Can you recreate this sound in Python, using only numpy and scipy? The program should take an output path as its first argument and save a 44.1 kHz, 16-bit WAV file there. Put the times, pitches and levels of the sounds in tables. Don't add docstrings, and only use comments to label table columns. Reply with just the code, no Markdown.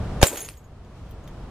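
import sys
import numpy as np
from scipy import signal
from scipy.fft import rfft, irfft
from scipy.io import wavfile

SR = 44100
rng = np.random.default_rng(int(sys.argv[2]) if len(sys.argv) > 2 else 0)


def log_audio(samples):
    frames = np.atleast_2d(samples).T
    limited = np.clip(frames, -1, 1)
    pcm = np.round(limited * 32767).astype(np.int16)
    wavfile.write(sys.argv[1], SR, pcm)


N = 66150
T = np.arange(N) / SR

# frequency in Hz, relative density in dB.
AIR_COLOUR = [(20, -10), (45, -1.5), (100, -3), (170, -11), (300, -19), (700, -22.5), (1300, -30),
              (2100, -38), (3300, -41), (6000, -48), (9000, -53), (12000, -60), (15000, -73)]
# frequency in Hz, left-right likeness from 0 to 1.
AIR_LIKENESS = [(60, 1), (180, 1), (300, 0.85), (600, 0.87), (1400, 0.88), (3000, 0.054), (6000, 0.03)]
# frequency in Hz, left-right likeness from 0 to 1.
NEAR_LIKENESS = [(200, 0.98), (700, 1), (1500, 0.92), (4000, 1), (7000, 0), (12000, 0.1)]

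# time in seconds, level in dB.
SLUMP_LEVEL = [(0.235, -44), (0.26, -12.5), (0.29, -24.5), (0.335, -14.5), (0.38, -24.5), (0.44, -31),
               (0.54, -42)]
# frequency in Hz, relative density in dB.
SLUMP_COLOUR = [(60, -22.5), (200, -8), (350, 3.5), (560, 1.5), (850, -5), (1400, -15), (3000, -36.5)]
# time in seconds, level in dB.
RUSTLE_LEVEL = [(0.72, -48.5), (0.85, -48.5), (0.93, -45), (0.975, -41), (1.02, -44.5), (1.12, -46),
                (1.19, -52.5), (1.3, -48), (1.45, -49)]
# frequency in Hz, relative density in dB.
RUSTLE_COLOUR = [(100, 6.5), (400, 5.5), (900, 0.5), (1600, -9.5), (2500, -6.5), (6000, -13),
                 (10000, -21.5), (15000, -29)]

# time in seconds, level in dB.
CRUMB_LEVEL = [(0.233, -26), (0.2365, 2), (0.25, -11.5), (0.28, -15), (0.32, -22), (0.38, -18.5),
               (0.43, -27), (0.5, -31.5), (0.56, -45.5), (0.62, -58.5), (0.72, -65)]
# frequency in Hz, relative density in dB.
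CRUMB_COLOUR = [(400, -3.5), (1200, -2), (2500, 1), (5000, -5.5), (7000, -1), (10000, -4), (13000, -1),
                (14500, -14), (16000, -22)]
SHARD_MODES = { "wall": [(6590, -2.5, 0.22), (7130, -5, 0.18), (7800, -1, 0.14), (7940, -5.5, 0.2),
               (11700, -13, 0.35), (12800, -9.5, 0.23), (12700, -10, 0.3)], "large": [(7180, 1, 0.094),
               (8346, -7.5, 0.13), (8560, -3.5, 0.094), (9400, -5, 0.08), (9870, -11.5, 0.08),
               (13270, -12, 0.1), (14100, -10, 0.07), (15440, -6.5, 0.068)], "curved": [(6640, 1.5, 0.088),
               (7100, -4.5, 0.13), (11300, -15, 0.11), (12435, -25, 0.12), (13400, -8, 0.07),
               (15450, -32, 0.07)], "thick": [(6710, -1, 0.06), (6440, -2, 0.13), (6560, -14, 0.1),
               (6924, -5.5, 0.047), (9100, -6, 0.042), (14400, -3, 0.055), (15430, -5.5, 0.08)],
               "uncracked": [(6660, 0, 0.03), (7116, -6.5, 0.04), (9800, -11, 0.035),
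               (10440, -11.5, 0.035)], "flat": [(9846, 0, 0.059), (10760, 1, 0.076)],
               "small": [(9600, 1, 0.048), (12460, -24, 0.076)], "splinter": [(10930, -3.5, 0.073),
               (13780, 5.5, 0.05)], "base": [(2670, -10.5, 0.05), (3170, 3, 0.055), (3420, -2.5, 0.055),
               (3600, -2.5, 0.044), (6030, -5, 0.07), (9348, -7, 0.059)], }
# start in seconds, shard name, ring gain in dB, tick level in dB.
SHARD_CONTACTS = [(0.2155, "uncracked", -23, -37), (0.2362, "wall", -13, -20), (0.259, "wall", -9, -11),
                  (0.268, "large", -0.5, 0.5), (0.283, "base", -19.5, -19), (0.3475, "thick", -39, -23.5),
                  (0.372, "curved", -13.5, -18.5), (0.372, "thick", -35, -32),
                  (0.4044, "thick", -15.5, -31), (0.41, "curved", -24, -36), (0.42, "flat", -14.5, -33),
                  (0.447, "curved", -20, -22), (0.488, "small", -18.5, -11), (0.532, "splinter", -48, -37),
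                  (0.539, "base", -45, -30.5), (0.5708, "curved", -37, -41), (0.571, "wall", -45, -42),
                  (0.573, "splinter", -43, -42), (0.593, "curved", -52, -41), (0.641, "curved", -43, -53),
                  (0.848, "curved", -57.5, -39), (1.067, "base", -54, -51),
                  (1.09, "splinter", -56.5, -61.5), (1.109, "splinter", -45.5, -45.5),
                  (1.11, "base", -50, -56), (1.238, "curved", -50.5, -59), (1.276, "curved", -51, -35),
                  (1.276, "base", -44.5, -55), (1.276, "splinter", -50.5, -50)]
# frequency in Hz, relative density in dB.
TICK_COLOUR = [(300, -17.5), (1200, -6.5), (2400, -1), (4500, -1.5), (6500, -14), (10000, -14.5),
               (16000, -26)]

# start in seconds, level in dB, rise in seconds, t60 in seconds.
CRACK_STAGES = [(0.2141, -27, 0.0006, 0.13), (0.2247, -13, 0.0023, 0.044), (0.2289, 10.5, 0.0005, 0.042),
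                (0.2329, 9.5, 0.0007, 0.044)]
# frequency in Hz, relative density in dB.
CRACK_COLOUR = [(60, 4), (150, 7), (300, -1.5), (450, -1), (750, 9.5), (1100, -3), (1600, 0), (3500, -4),
                (7000, -7), (11000, -12), (16000, -25.5)]
# frequency in Hz, left-right likeness from 0 to 1.
CRACK_LIKENESS = [(100, 0.1), (300, 0), (600, 0.85), (1500, 0.4), (3500, 0.4), (8000, 0.1)]
# start in seconds, gain in dB.
BODY_KNOCKS = [(0.2157, -25.5), (0.2288, 7.5), (0.2362, -5.5), (0.257, -26.5), (0.301, -23.5), (0.33, -23)]
# frequency in Hz, relative level in dB, t60 in seconds.
BODY_MODES = [(492.5, -9.5, 0.093), (548, -1.5, 0.08), (613, -0.5, 0.067), (756, 0.5, 0.031),
              (887, -3.5, 0.06), (1113, -7.5, 0.06), (1310, -14.5, 0.059), (1700, -1.5, 0.02),
              (2446, -10, 0.07), (3768, -15.5, 0.099)]

AIR_DB = -28.5
ECHO_DB, ECHO_T60_S, ECHOES_PER_S = -18.5, 0.12, 2000
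CRUMBS_PER_S, CRUMB_SPREAD_DB, CRUMB_T60_S = 2400, 3.3, 0.012
TINKLE_LOW_HZ, TINKLE_HIGH_HZ, TINKLE_T60_S = 6350, 13820, 0.05
TINKLES_PER_S, TINKLE_VS_CRUMBS_DB = 590, -4
TICK_RISE_S, TICK_T60_S, RING_RISE_S = 0.00012, 0.0085, 0.0014
THUMP_START_S, THUMP_HZ, THUMP_T60_S, THUMP_DB = 0.2316, 83.6, 0.02, 28
THRESHOLD_DB, RECOVER_DB_PER_S, SENSE_S, DUCK_S = -1, 10, 0.0024, 0.001
CEILING, LOWPASS_HZ = 0.81, 15800


def amp(db):
    return 10 ** (np.asarray(db) / 20)


def unit_rms(x):
    return x / np.sqrt(np.mean(x ** 2) + 1e-20)


def curve_at(points, hz):
    table_hz, value = np.transpose(points)
    return np.interp(np.log(hz + 1), np.log(table_hz + 1), value)


def fader(points):
    return amp(np.interp(T, *np.transpose(points), left=-150, right=-150))


def strike(start, rise, t60):
    age = np.maximum(T - start, 0)
    return np.minimum(age / rise, 1) * amp(-60 * np.maximum(age - rise, 0) / t60)


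def smooth(x, seconds):
    pole = np.exp(-1 / (seconds * SR))
    return signal.lfilter([1 - pole], [1, -pole], x)


def noise(colour, likeness, left_lag_s=0):
    hz = np.fft.rfftfreq(N, 1 / SR)
    common, separate = rfft(rng.standard_normal((2, N)))
    alike = np.clip(curve_at(likeness, hz), 0, 1)
    left = common * np.exp(-2j * np.pi * hz * left_lag_s)
    right = alike * common + np.sqrt(1 - alike ** 2) * separate
    return unit_rms(irfft(np.array([left, right]) * amp(curve_at(colour, hz)), N))


def ring(start, modes, scatter_rad):
    phases = rng.uniform(-np.pi, np.pi, len(modes))
    offsets = scatter_rad * rng.uniform(0.44, 1, len(modes))
    sides = np.array([[-1], [1]])
    ringing = np.zeros((2, N))
    for (hz, db, t60), phase, offset in zip(modes, phases, offsets):
        tone = np.sin(2 * np.pi * hz * (T - start) + phase + sides * offset)
        ringing += amp(db) * strike(start, RING_RISE_S, t60) * tone
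    return ringing


def tiny_impacts(per_s, max_spreads):
    sizes = amp(CRUMB_SPREAD_DB * np.minimum(rng.exponential(1, N), max_spreads))
    return sizes * (rng.random(N) < per_s / SR)


def outdoor_air():
    return amp(AIR_DB) * noise(AIR_COLOUR, AIR_LIKENESS)


def echoes(direct):
    taps = rng.standard_normal((2, N)) * (rng.random((2, N)) < ECHOES_PER_S / SR)
    taps *= strike(start=0.0049, rise=0.002, t60=ECHO_T60_S)
    taps /= np.linalg.norm(taps[0])
    return amp(ECHO_DB) * signal.fftconvolve(direct, taps, axes=1)[:, :N]


def cloth():
    slump = fader(SLUMP_LEVEL) * noise(SLUMP_COLOUR, NEAR_LIKENESS)
    rustle = fader(RUSTLE_LEVEL) * noise(RUSTLE_COLOUR, AIR_LIKENESS)
    return slump + rustle


def crumbs():
    sizes = tiny_impacts(CRUMBS_PER_S, max_spreads=4)
    power = smooth(sizes ** 2, CRUMB_T60_S / np.log(10 ** 6))
    shower = np.sqrt(power) * noise(CRUMB_COLOUR, NEAR_LIKENESS)
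    return fader(CRUMB_LEVEL) * unit_rms(shower)


def tinkles():
    sizes = tiny_impacts(TINKLES_PER_S, max_spreads=2.5)
    starts = np.flatnonzero(sizes)
    heights, offsets, cycles = rng.random((len(starts), 3)).T
    pitches_hz = TINKLE_LOW_HZ * (TINKLE_HIGH_HZ / TINKLE_LOW_HZ) ** heights
    age = T[:SR // 10]
    decay = amp(-60 * age / TINKLE_T60_S)
    ringing = np.zeros((2, N + len(age)))
    for start, hz, offset, cycle in zip(starts, pitches_hz, offsets, cycles):
        phase = 2 * np.pi * (hz * age + cycle) + np.array([[0], [np.pi * offset]])
        ringing[:, start:start + len(age)] += sizes[start] * decay * np.sin(phase)
    return amp(TINKLE_VS_CRUMBS_DB) * fader(CRUMB_LEVEL) * unit_rms(ringing[:, :N])


def clinks():
    rings = sum(amp(db) * ring(start, SHARD_MODES[shard], scatter_rad=0.67)
                for start, shard, db, _ in SHARD_CONTACTS)
    ticks = sum(amp(db) * strike(start, TICK_RISE_S, TICK_T60_S) for start, _, _, db in SHARD_CONTACTS)
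    return rings + ticks * noise(TICK_COLOUR, NEAR_LIKENESS)


def thump():
    age = np.maximum(T - THUMP_START_S, 0)
    return amp(THUMP_DB - 60 * age / THUMP_T60_S) * np.sin(2 * np.pi * THUMP_HZ * age)


def fracture():
    bursts = sum(amp(db) * strike(start, rise, t60) for start, db, rise, t60 in CRACK_STAGES)
    body = sum(amp(db) * ring(start, BODY_MODES, scatter_rad=0.5) for start, db in BODY_KNOCKS)
    return bursts * noise(CRACK_COLOUR, CRACK_LIKENESS, left_lag_s=0.00004) + body


def scene():
    glass = fracture() + clinks() + crumbs() + tinkles()
    return glass + echoes(glass) + thump() + cloth() + outdoor_air()


def record(dry):
    power_db = 10 * np.log10(smooth((dry ** 2).mean(0), SENSE_S) + 1e-12)
    recovery_db = RECOVER_DB_PER_S * T
    held_db = np.maximum.accumulate(power_db + recovery_db) - recovery_db
    over_db = np.maximum(held_db - THRESHOLD_DB, 0)
    ducked = dry * amp(-smooth(over_db, DUCK_S))
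    overloaded = ducked / np.sqrt(1 + (ducked / CEILING) ** 2)
    lowpass = signal.firwin(255, LOWPASS_HZ, window=("kaiser", 9), fs=SR)
    return signal.oaconvolve(overloaded, lowpass[None], "same")


dry = scene()
out = record(dry)
log_audio(out)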